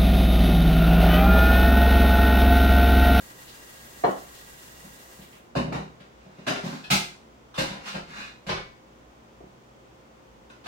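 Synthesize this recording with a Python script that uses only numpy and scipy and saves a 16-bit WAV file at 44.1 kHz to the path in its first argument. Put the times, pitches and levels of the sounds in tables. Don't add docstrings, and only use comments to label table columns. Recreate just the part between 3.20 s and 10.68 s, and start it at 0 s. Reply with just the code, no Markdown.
import sys
import numpy as np
from scipy import signal
from scipy.fft import rfft, irfft
from scipy.io import wavfile
from scipy.ndimage import uniform_filter1d

SR = 44100
rng = np.random.default_rng(int(sys.argv[2]) if len(sys.argv) > 2 else 0)


def output_pcm(signal):
    pcm = np.clip(np.atleast_2d(signal).T, -1, 1) * 32767
    wavfile.write(sys.argv[1], SR, np.round(pcm).astype(np.int16))


N = 329781
TIME = np.arange(N) / SR
TAIL = TIME[:32768]
TOP_HZ = 15850

# (frequency [Hz], relative level [dB])
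ROOM_TONE = [(15, -47), (25, -18), (40, -29), (59, 3), (90, -16.5), (125, -9), (156, -8.5), (362, -6.5),
             (437, -8.5), (1050, -12.5), (1500, -17), (1950, -43), (3300, -120)]
HISS = [(880, -27), (1500, -5.5), (1820, -1.5), (2920, -6), (3480, -6.5), (3990, -11), (6620, -12),
        (11200, -26.5), (15500, -21)]
ROOM_TONE_DB, HISS_DB = -53.5, -62.5
# (frequency [Hz], rms level [dB])
HUM = [(59.5, -73.5), (123, -67), (226, -69), (528, -69), (1039, -78)]
# (frequency [Hz], side minus mid [dB])
WIDTH = [(60, -11), (110, -18), (200, -8), (380, -2.5), (700, 1), (1290, 4.5), (2380, 0.5), (4400, 0),
         (15000, 0)]
# (frequency [Hz], t60 [s], build-up [s])
ROOM_DECAY = [(100, 0.49, 0.0012), (407, 0.33, 0.0014), (1500, 0.38, 0.001), (5000, 0.39, 0.0042),
              (8000, 0.38, 0.0026), (14000, 0.3, 0.0033)]

# (time [s], level [dB])
TAP_FLOW = [(0, -48), (1.0, -47.5), (1.75, -48.5), (2.03, -50.5), (2.08, -55), (2.16, -55), (2.3, -72),
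            (2.4, -120)]
# (frequency [Hz], relative level [dB])
TAP_COLOUR = [(250, 4), (500, 4), (1200, 6), (2300, 0.5), (3600, 2.5), (5200, 0), (7200, 3), (11000, -3),
              (15500, -0.5)]
# (frequency [Hz], width [Hz], level against the hiss [dB])
TAP_PIPE = [(1635, 42, -13.5), (1920, 145, -10.5), (2792, 39, -17)]
# (time [s], frequency [Hz], level [dB])
SPLASHES = [(.275, 3600, -50.5), (1.145, 3750, -53.5), (2.015, 2920, -54.5), (2.124, 2480, -55)]

# (frequency [Hz], struck on the floor [dB], struck on the wall [dB], t60 before the hold factor [s])
SINK = [(65.3, -2.5, -19, 0.29), (123.5, 1, -11, 0.266), (158.1, 7.5, 2, 0.27), (194.3, 1.5, 4, 0.21),
        (233.3, -9, -10.5, 0.44), (364.5, -16.5, -16, 0.53)]
# (time [s], sink boom [dB], place)
BUMPS = [(1.639, -50.5, "wall"), (1.987, -51.5, "wall"), (2.436, -39, "floor"), (2.474, -36, "floor"),
         (2.59, -39.5, "wall"), (3.06, -51, "wall"), (3.181, -48, "wall"), (3.298, -36, "wall"),
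         (3.455, -31.5, "wall"), (4.886, -52, "wall")]
BUMP_CLACK_DB, BUMP_BRIGHT_HZ = -3.5, 800

# (time [s], pitch [Hz], level [dB])
SQUEAK = [(4.915, 1430, -69), (4.945, 1490, -42), (4.974, 1695, -40), (4.999, 1700, -38), (5.03, 1770, -51)]
# (start [s], fastest [s], end [s], level [dB], brightness [Hz], singing against rub [dB],
#  favoured pitch at the start [Hz], at the end [Hz])
SLIDES = [(2.66, 3.27, 3.7, -55, 7000, -6, 2000, 3000), (3.354, 3.457, 3.62, -38, 14000, -30, 2500, 2500),
          (4.6, 4.688, 4.73, -32.5, 10000, -5.5, 2190, 3200),
          (4.867, 4.977, 5.097, -33.5, 7000, -2, 1360, 4000),
          (5.395, 5.466, 5.42, -39.5, 3000, -4, 2400, 2000)]
# (frequency [Hz], relative level [dB])
SLIDE_COLOUR = [(120, -20), (200, 3.5), (400, -18.5), (1000, -1), (1550, 2), (2300, -3.5), (3000, -6.5),
                (4000, -3.5), (7000, -10), (10000, -21), (15000, -23)]
# (frequency [Hz], relative level [dB], t60 [s])
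SLIDE_RING = [(1460, -5, 0.067), (1700, -1, 0.091), (2170, -3.5, 0.034), (2520, 4, 0.034), (2820, 5, 0.02),
              (3700, 3, 0.029), (4040, 1, 0.03), (4740, -14, 0.025)]

# (time [s], piece, level [dB], sink boom [dB], contact brightness [Hz])
KNOCKS = [(.877, "tub", -33.5, -38.5, 1500), (2.15, "pot", -58, -63, 3000), (2.516, "pot", -36, -45, 900),
          (2.80, "dish", -52, -55, 5000), (3.352, "dish", -34.5, -50, 4000), (3.432, "pot", -41, -36, 5000),
          (3.525, "pot", -39.5, -44, 4460), (3.637, "fork", -45, -67, 12200),
          (3.723, "plate", -25.5, -27, 14000), (4.34, "spoon", -44.5, -74, 16000),
          (4.352, "spoon", -42.5, -74, 16000), (4.476, "dish", -42.5, -51, 9000),
          (4.502, "bowl", -39, -40.5, 3000), (4.548, "bowl", -44, -72, 1200),
          (4.655, "spoon", -42, -75, 12000), (4.672, "spoon", -39.5, -73, 10000),
          (4.737, "bowl", -38.5, -47, 1500), (4.748, "dish", -36.5, -39, 5000),
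          (5.265, "bowl", -38, -40.5, 9000), (5.365, "mug", -38.5, -49, 1400),
          (6.203, "tub", -52, -60, 220), (6.231, "tub", -55, -51.5, 200), (7.296, "dish", -51, -85, 14000),
          (7.439, "spoon", -50, -85, 16000)]
# (time when flat [s], piece, level [dB], sink boom [dB],
#  contact brightness [Hz], edge earlier by [s], edge against flat [dB])
LANDINGS = [(.841, "tub", -23, -51, 5000, 0.0045, -1), (2.36, "pot", -25.5, -27, 12000, 0.0091, -3),
            (2.545, "pot", -34.5, -33, 14000, 0.023, 1.5), (3.274, "dish", -25.5, -41.5, 16000, 0.009, -4),
            (3.708, "plate", -21.5, -33, 13200, 0.0068, -0.5),
            (4.378, "bowl", -25.5, -32.5, 11100, 0.004, -10.5),
            (5.29, "mug", -27.5, -40, 11000, 0.009, -8.5), (7.464, "dish", -38, -73, 12000, 0.007, -4)]
EDGE_BRIGHTNESS, EDGE_BOOM_DB = 0.97, -13.5
REBOUND_S, REBOUND_DB, REBOUND_BOOM_DB = .021, -10, -35

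# (frequency [Hz], relative level [dB])
TUB_CLACK = [(120, -46), (190, -22), (280, -7), (400, -6), (560, -3.5), (720, -4.5), (900, -9), (1170, -9),
             (1500, -16), (1850, -19), (2400, -33), (3000, -26), (4300, -37), (7000, -40), (15000, -100)]
POT_CLACK = [(150, -36), (250, 1), (318, -9.5), (450, -11), (660, -8), (830, -11.5), (1560, -17.5),
             (1860, -21), (2950, -21.5), (3380, -33.5), (3750, -24), (15000, -53)]
DISH_CLACK = [(150, -22), (250, 3.5), (364, -9), (470, -8), (599, 4.5), (788, -3), (1600, -0.5),
              (2020, -6.5), (2570, -5), (3320, -7.5), (6500, -16.5), (15000, -36.5)]
PLATE_CLACK = [(150, -17), (250, -2), (370, -12.5), (499, -17), (624, -4), (800, -3), (1140, -12),
               (1500, -3.5), (1800, -15.5), (2050, -6.5), (2500, -1.5), (3220, -9.5), (4100, -7),
               (9230, -18.5), (11000, -25), (15500, -22.5)]
BOWL_CLACK = [(150, -23), (250, -13), (323, -17.5), (433, -24), (531, -12.5), (600, -16), (968, -11.5),
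              (1190, -21), (1540, -17), (2900, -17), (3300, -25.5), (3700, -17), (15000, -42.5)]
MUG_CLACK = [(150, -9.5), (260, -25), (375, 0), (450, -4.5), (750, -5.5), (1250, -4), (1700, -4.5),
             (2700, -5.5), (4000, -12), (6000, -19.5), (9000, -34.5), (15000, -49)]
SPOON_CLACK = [(240, -59), (400, -19), (1400, -8), (1530, -14), (2620, -18), (2860, -13), (4420, -15.5),
               (13000, -40)]
# (frequency [Hz], relative level [dB], t60 before a cap of 0.5 [s])
TUB_RING = [(386.6, -5, 0.07), (459, -4, 0.046), (705, 2.5, 0.055), (932, -12.5, 0.1), (1165, -3, 0.042),
            (1800, -17, 0.053), (2265, -21, 0.097), (4136, -24, 0.07)]
POT_RING = [(389, -3, 0.39), (552.4, 2.5, 0.27), (625, 5, 0.16), (732, 1.5, 0.17), (1060, -4, 0.36),
            (1526, -17, 0.25), (2410, -15, 0.44), (3640, -9.5, 0.27), (4150, -6, 0.13), (4915, -15, 0.21)]
DISH_RING = [(402, 3.5, 0.5), (1400, 6, 0.33), (1605, 4.5, 0.25), (2632, 8, 0.23), (3047, 0, 0.27),
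             (3940, 6, 0.18), (4936, -2, 0.3), (6070, -6, 0.36), (9100, -2, 0.13)]
PLATE_RING = [(413, 5, 0.42), (1290, 17, 0.27), (1600, 3, 0.52), (2000, -9, 0.19), (2130, 9, 0.3),
              (2500, 1, 0.26), (2860, 13, 0.22), (3060, 7, 0.15), (3920, 11, 0.27), (4100, 5, 0.28),
              (5130, 0, 0.28), (5700, -3, 0.21), (7600, 12, 0.23), (9006, -3, 0.25)]
BOWL_RING = [(313, -5.5, 0.55), (537, 8.5, 0.25), (1450, -7, 0.37), (1594, 1.5, 0.28), (2130, -10, 0.32),
             (3000, -5, 0.38), (3510, -6, 0.27), (4000, -14, 0.2), (4760, -10, 0.22), (5750, -7, 0.22),
             (7450, -7, 0.22)]
MUG_RING = [(381, 5, 0.28), (462, -4, 0.22), (1025, 8, 0.43), (1570, 0, 0.5), (1986, 5, 0.57),
            (2220, 7.5, 0.54), (2570, 6, 0.36), (2660, 6, 0.25), (2880, 12, 0.16), (3500, 7, 0.38),
            (4377, -1.5, 0.35), (5717, -1, 0.2)]
SPOON_RING = [(1560, -8, 0.3), (2470, -9.5, 0.27), (2700, -12, 0.18), (3600, -6, 0.28), (4000, -12, 0.31),
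              (4530, -18, 0.45)]
FORK_RING = [(1700, -4, 0.28), (2500, -3, 0.18), (2590, 4, 0.17), (2670, -4, 0.16), (4000, -10, 0.16),
             (4170, -8, 0.24)]
PIECES = {"tub": (TUB_CLACK, TUB_RING, -1), "pot": (POT_CLACK, POT_RING, -8),
          "dish": (DISH_CLACK, DISH_RING, -7), "plate": (PLATE_CLACK, PLATE_RING, -11),
          "bowl": (BOWL_CLACK, BOWL_RING, -6), "mug": (MUG_CLACK, MUG_RING, -8),
          "spoon": (SPOON_CLACK, SPOON_RING, -7), "fork": (SPOON_CLACK, FORK_RING, -0.68)}
CHATTER_S = {"tub": 0.005, "pot": 0.0032, "dish": 0.0036, "plate": 0.0076, "bowl": 0.027, "mug": 0.0044,
             "spoon": 0.0074, "fork": 0.0044}


def undb(db):
    return 10 ** (np.asarray(db) / 20)


def unit(x):
    return x / np.sqrt(np.mean(x ** 2))


def impulse(x):
    return x / np.sqrt(np.sum(x ** 2))


def bins(size):
    return np.arange(size // 2 + 1) * SR / size


def along(points, hz):
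    f, value = np.transpose(points)
    return np.interp(np.log(hz + 1), np.log(f), value)


def fade(t, t60):
    return np.exp(-np.log(1000) * t / t60)


def walk(rate):
    knots = rng.standard_normal(1024)
    return np.interp(TIME * rate, np.arange(len(knots)), knots)


def soften(x, hz):
    pole = np.exp(-2 * np.pi * hz / SR)
    return signal.lfilter([1 - pole], [1, -pole], x)


def add(track, s, x):
    start = int(s * SR)
    track[start:start + len(x)] += x[:max(N - start, 0)]


def spread(pair):
    size = pair.shape[1]
    width = undb(along(WIDTH, bins(size)))
    mid, side = rfft(pair)
    left_right = np.array([mid + width * side, mid - width * side])
    return irfft(left_right / np.sqrt(1 + width ** 2), size)


def diffuse(gain):
    noise = rfft(rng.standard_normal((2, N)))
    return unit(spread(irfft(noise * gain, N)))


def room_tone():
    air = diffuse(undb(along(ROOM_TONE, bins(N)))) * undb(ROOM_TONE_DB)
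    hiss = diffuse(undb(along(HISS, bins(N)))) * undb(HISS_DB)
    waver_db = 2.5
    hum = 0
    for hz, db in HUM:
        level = np.sqrt(2) * undb(db + waver_db * walk(rate=9.3))
        hum = hum + level * np.sin(2 * np.pi * hz * TIME + 0.8 * walk(rate=11))
    return air + hiss + hum


def kitchen(x, even_hz=100):
    hz = bins(len(TAIL))
    noise = rfft(rng.standard_normal((2, len(TAIL))))
    centres = np.log(np.array(ROOM_DECAY)[:, 0])
    tail = 0
    for share, (_, t60, build_s) in zip(np.eye(len(ROOM_DECAY)), ROOM_DECAY):
        band = irfft(noise * np.interp(np.log(hz + 1), centres, share))
        tail = tail + band * fade(TAIL, t60) * (1 - np.exp(-TAIL / build_s))
    tail = rfft(tail)
    tail /= np.sqrt(uniform_filter1d(abs(tail) ** 2, int(even_hz / hz[1]), axis=1))
    response = spread(irfft(tail))[:, :len(TAIL) * 3 // 4]
    return signal.fftconvolve(x[None], response, axes=1)[:, :N]


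def tap(flutter_db=1.0, spray_db=0.6):
    hz = bins(N)
    power = impulse(undb(along(TAP_COLOUR, hz))) ** 2
    for centre_hz, width_hz, db in TAP_PIPE:
        resonance = impulse(1 / (1 + (2 * (hz - centre_hz) / width_hz) ** 2))
        power = power + undb(db) ** 2 * resonance ** 2
    stream = rfft(diffuse(np.sqrt(power)))
    octave = np.digitize(hz, [1000, 2300, 4500, 9000])
    spray = 0
    for k in np.unique(octave):
        spray = spray + irfft(stream * (octave == k), N) * undb(spray_db * walk(rate=38))
    flow_db = np.interp(TIME, *np.transpose(TAP_FLOW))
    return spray * undb(flow_db + flutter_db * walk(rate=46))


def contact(chatter_s, chatter_db=-4, rate=1500):
    rebounds = (rng.random(len(TAIL)) < rate / SR) * rng.standard_normal(len(TAIL)) + 1e-9
    force = undb(chatter_db) * impulse(rebounds * np.exp(-TAIL / chatter_s))
    force[0] += 1
    return impulse(force)


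def splashes(length_s=0.011, width=0.37):
    out = np.zeros(N)
    for s, hz, db in SPLASHES:
        band = signal.butter(2, [hz / (1 + width), hz * (1 + width)], "band", fs=SR, output="sos")
        spatter = signal.sosfilt(band, contact(length_s, chatter_db=-3))
        add(out, s, undb(db) * impulse(spatter))
    return out * np.sqrt(SR / 20)


def ring(modes, hold):
    out = 0
    for k, (hz, db, t60) in enumerate(modes):
        decay = fade(TAIL, hold * np.clip(t60, .03, .7))
        out = out + (-1) ** k * undb(db) * np.sin(2 * np.pi * hz * TAIL) * decay
    return impulse(out)


def basin(place, hold):
    modes = [(hz, floor_db if place == "floor" else wall_db, t60) for hz, floor_db, wall_db, t60 in SINK]
    return ring(modes, hold)


def blows():
    out = [(*knock, "wall") for knock in KNOCKS]
    for s, name, db, boom_db, bright_hz, lead_s, edge_db in LANDINGS:
        edge_level_db = db + edge_db
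        edge_bright_hz = bright_hz * EDGE_BRIGHTNESS
        out.append((s - lead_s, name, edge_level_db, edge_level_db + EDGE_BOOM_DB, edge_bright_hz, "floor"))
        out.append((s, name, db, boom_db, bright_hz, "floor"))
        out.append((s + REBOUND_S, name, db + REBOUND_DB, boom_db + REBOUND_BOOM_DB, bright_hz, "floor"))
    for s, boom_db, place in BUMPS:
        out.append((s, "pot", boom_db + BUMP_CLACK_DB, boom_db, BUMP_BRIGHT_HZ, place))
    return out


def booms(swell_s=0.0083):
    swell = 1 - np.exp(-TAIL / swell_s)
    response = {place: impulse(basin(place, hold=0.98) * swell) for place in ("floor", "wall")}
    out = np.zeros(N)
    for s, _, _, boom_db, _, place in blows():
        add(out, s, undb(boom_db) * response[place])
    return out * np.sqrt(SR / 20)


def squeak(jitter=0.023, rough_db=3):
    s, hz, db = np.transpose(SQUEAK)
    wobble = unit(soften(rng.standard_normal(N), 324))
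    pitch = np.interp(TIME, s, hz) * (1 + jitter * wobble)
    level = undb(np.interp(TIME, s, db) + rough_db * walk(rate=90))
    sounding = (TIME > s[0]) * (TIME < s[-1])
    return level * sounding * np.sin(2 * np.pi * np.cumsum(pitch) / SR)


def clack(points):
    cepstrum = irfft(np.log(undb(along(points, bins(len(TAIL))))))
    cepstrum[1:] *= 2
    cepstrum[len(TAIL) // 2:] = 0
    return impulse(irfft(np.exp(rfft(cepstrum))))


def slides(slip_rate=1400, scatter_db=3, catch_db=2.5, wander_db=2.5, edge_db=-17, boom_db=-16,
           focus_db_per_octave=10):
    clicks = (rng.random(N) < slip_rate / SR) * rng.choice([-1, 1], N)
    slips = clicks * undb(scatter_db * rng.standard_normal(N) + catch_db * walk(rate=55))
    body = clack(SLIDE_COLOUR) + undb(boom_db) * basin("wall", hold=0.7)
    rub = signal.fftconvolve(slips, body)[:N]
    modes = []
    for hz, db, t60 in SLIDE_RING:
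        response = impulse(np.sin(2 * np.pi * hz * TAIL) * fade(TAIL, t60))
        level = undb(db + wander_db * walk(rate=23))
        modes.append((hz, level * signal.fftconvolve(slips, response)[:N]))
    out = np.zeros(N)
    for start, fastest, end, db, bright_hz, sing_db, from_hz, to_hz in SLIDES:
        now = (TIME > start) & (TIME < end)
        speed = undb(np.interp(TIME[now], [start, fastest, end], [edge_db, 0, edge_db]))
        favoured = np.geomspace(from_hz, to_hz, len(speed))
        song = sum(mode[now] * undb(-focus_db_per_octave * abs(np.log2(hz / favoured))) for hz, mode in modes)
        drag = soften(unit(rub[now]) + undb(sing_db) * unit(song), bright_hz)
        out[now] += undb(db) * speed * unit(drag)
    return out


def knocks(swell_s=0.013, strike_db=2, count=3):
    clacks = {name: clack(colour) for name, (colour, _, _) in PIECES.items()}
    spots, rings = np.zeros((count, N)), np.zeros((2, N))
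    swell = 1 - np.exp(-TAIL / swell_s)
    for k, (s, name, db, _, bright_hz, _) in enumerate(blows()):
        force = soften(contact(CHATTER_S[name], chatter_db=3.5), bright_hz)
        blow = signal.fftconvolve(force, clacks[name])[:len(TAIL)]
        add(spots[k % count], s, undb(db) * impulse(blow))
        _, modes, ring_db = PIECES[name]
        mix_db = strike_db * rng.standard_normal(len(modes))
        for channel in rings:
            tone = 0
            for (hz, mode_db, t60), lift_db in zip(modes, mix_db):
                wave = np.sin(2 * np.pi * (hz * TAIL + rng.random()))
                tone = tone + undb(mode_db + lift_db) * wave * fade(TAIL, min(t60, .5))
            add(channel, s, undb(db + ring_db) * impulse(soften(tone, bright_hz) * swell))
    return spots * np.sqrt(SR / 20), rings * np.sqrt(SR / 20)


def scene(boom_scatter_db=-11):
    background = room_tone() + tap()
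    boom = booms()
    handling = kitchen(slides() + squeak() + splashes() + undb(boom_scatter_db) * boom)
    spots, rings = knocks()
    clatter = sum(kitchen(spot) for spot in spots)
    return background + boom + handling + clatter + spread(rings)


def record(dry):
    return signal.sosfilt(signal.ellip(10, .1, 80, TOP_HZ, fs=SR, output="sos"), dry)


dry = scene()
out = record(dry)
output_pcm(out)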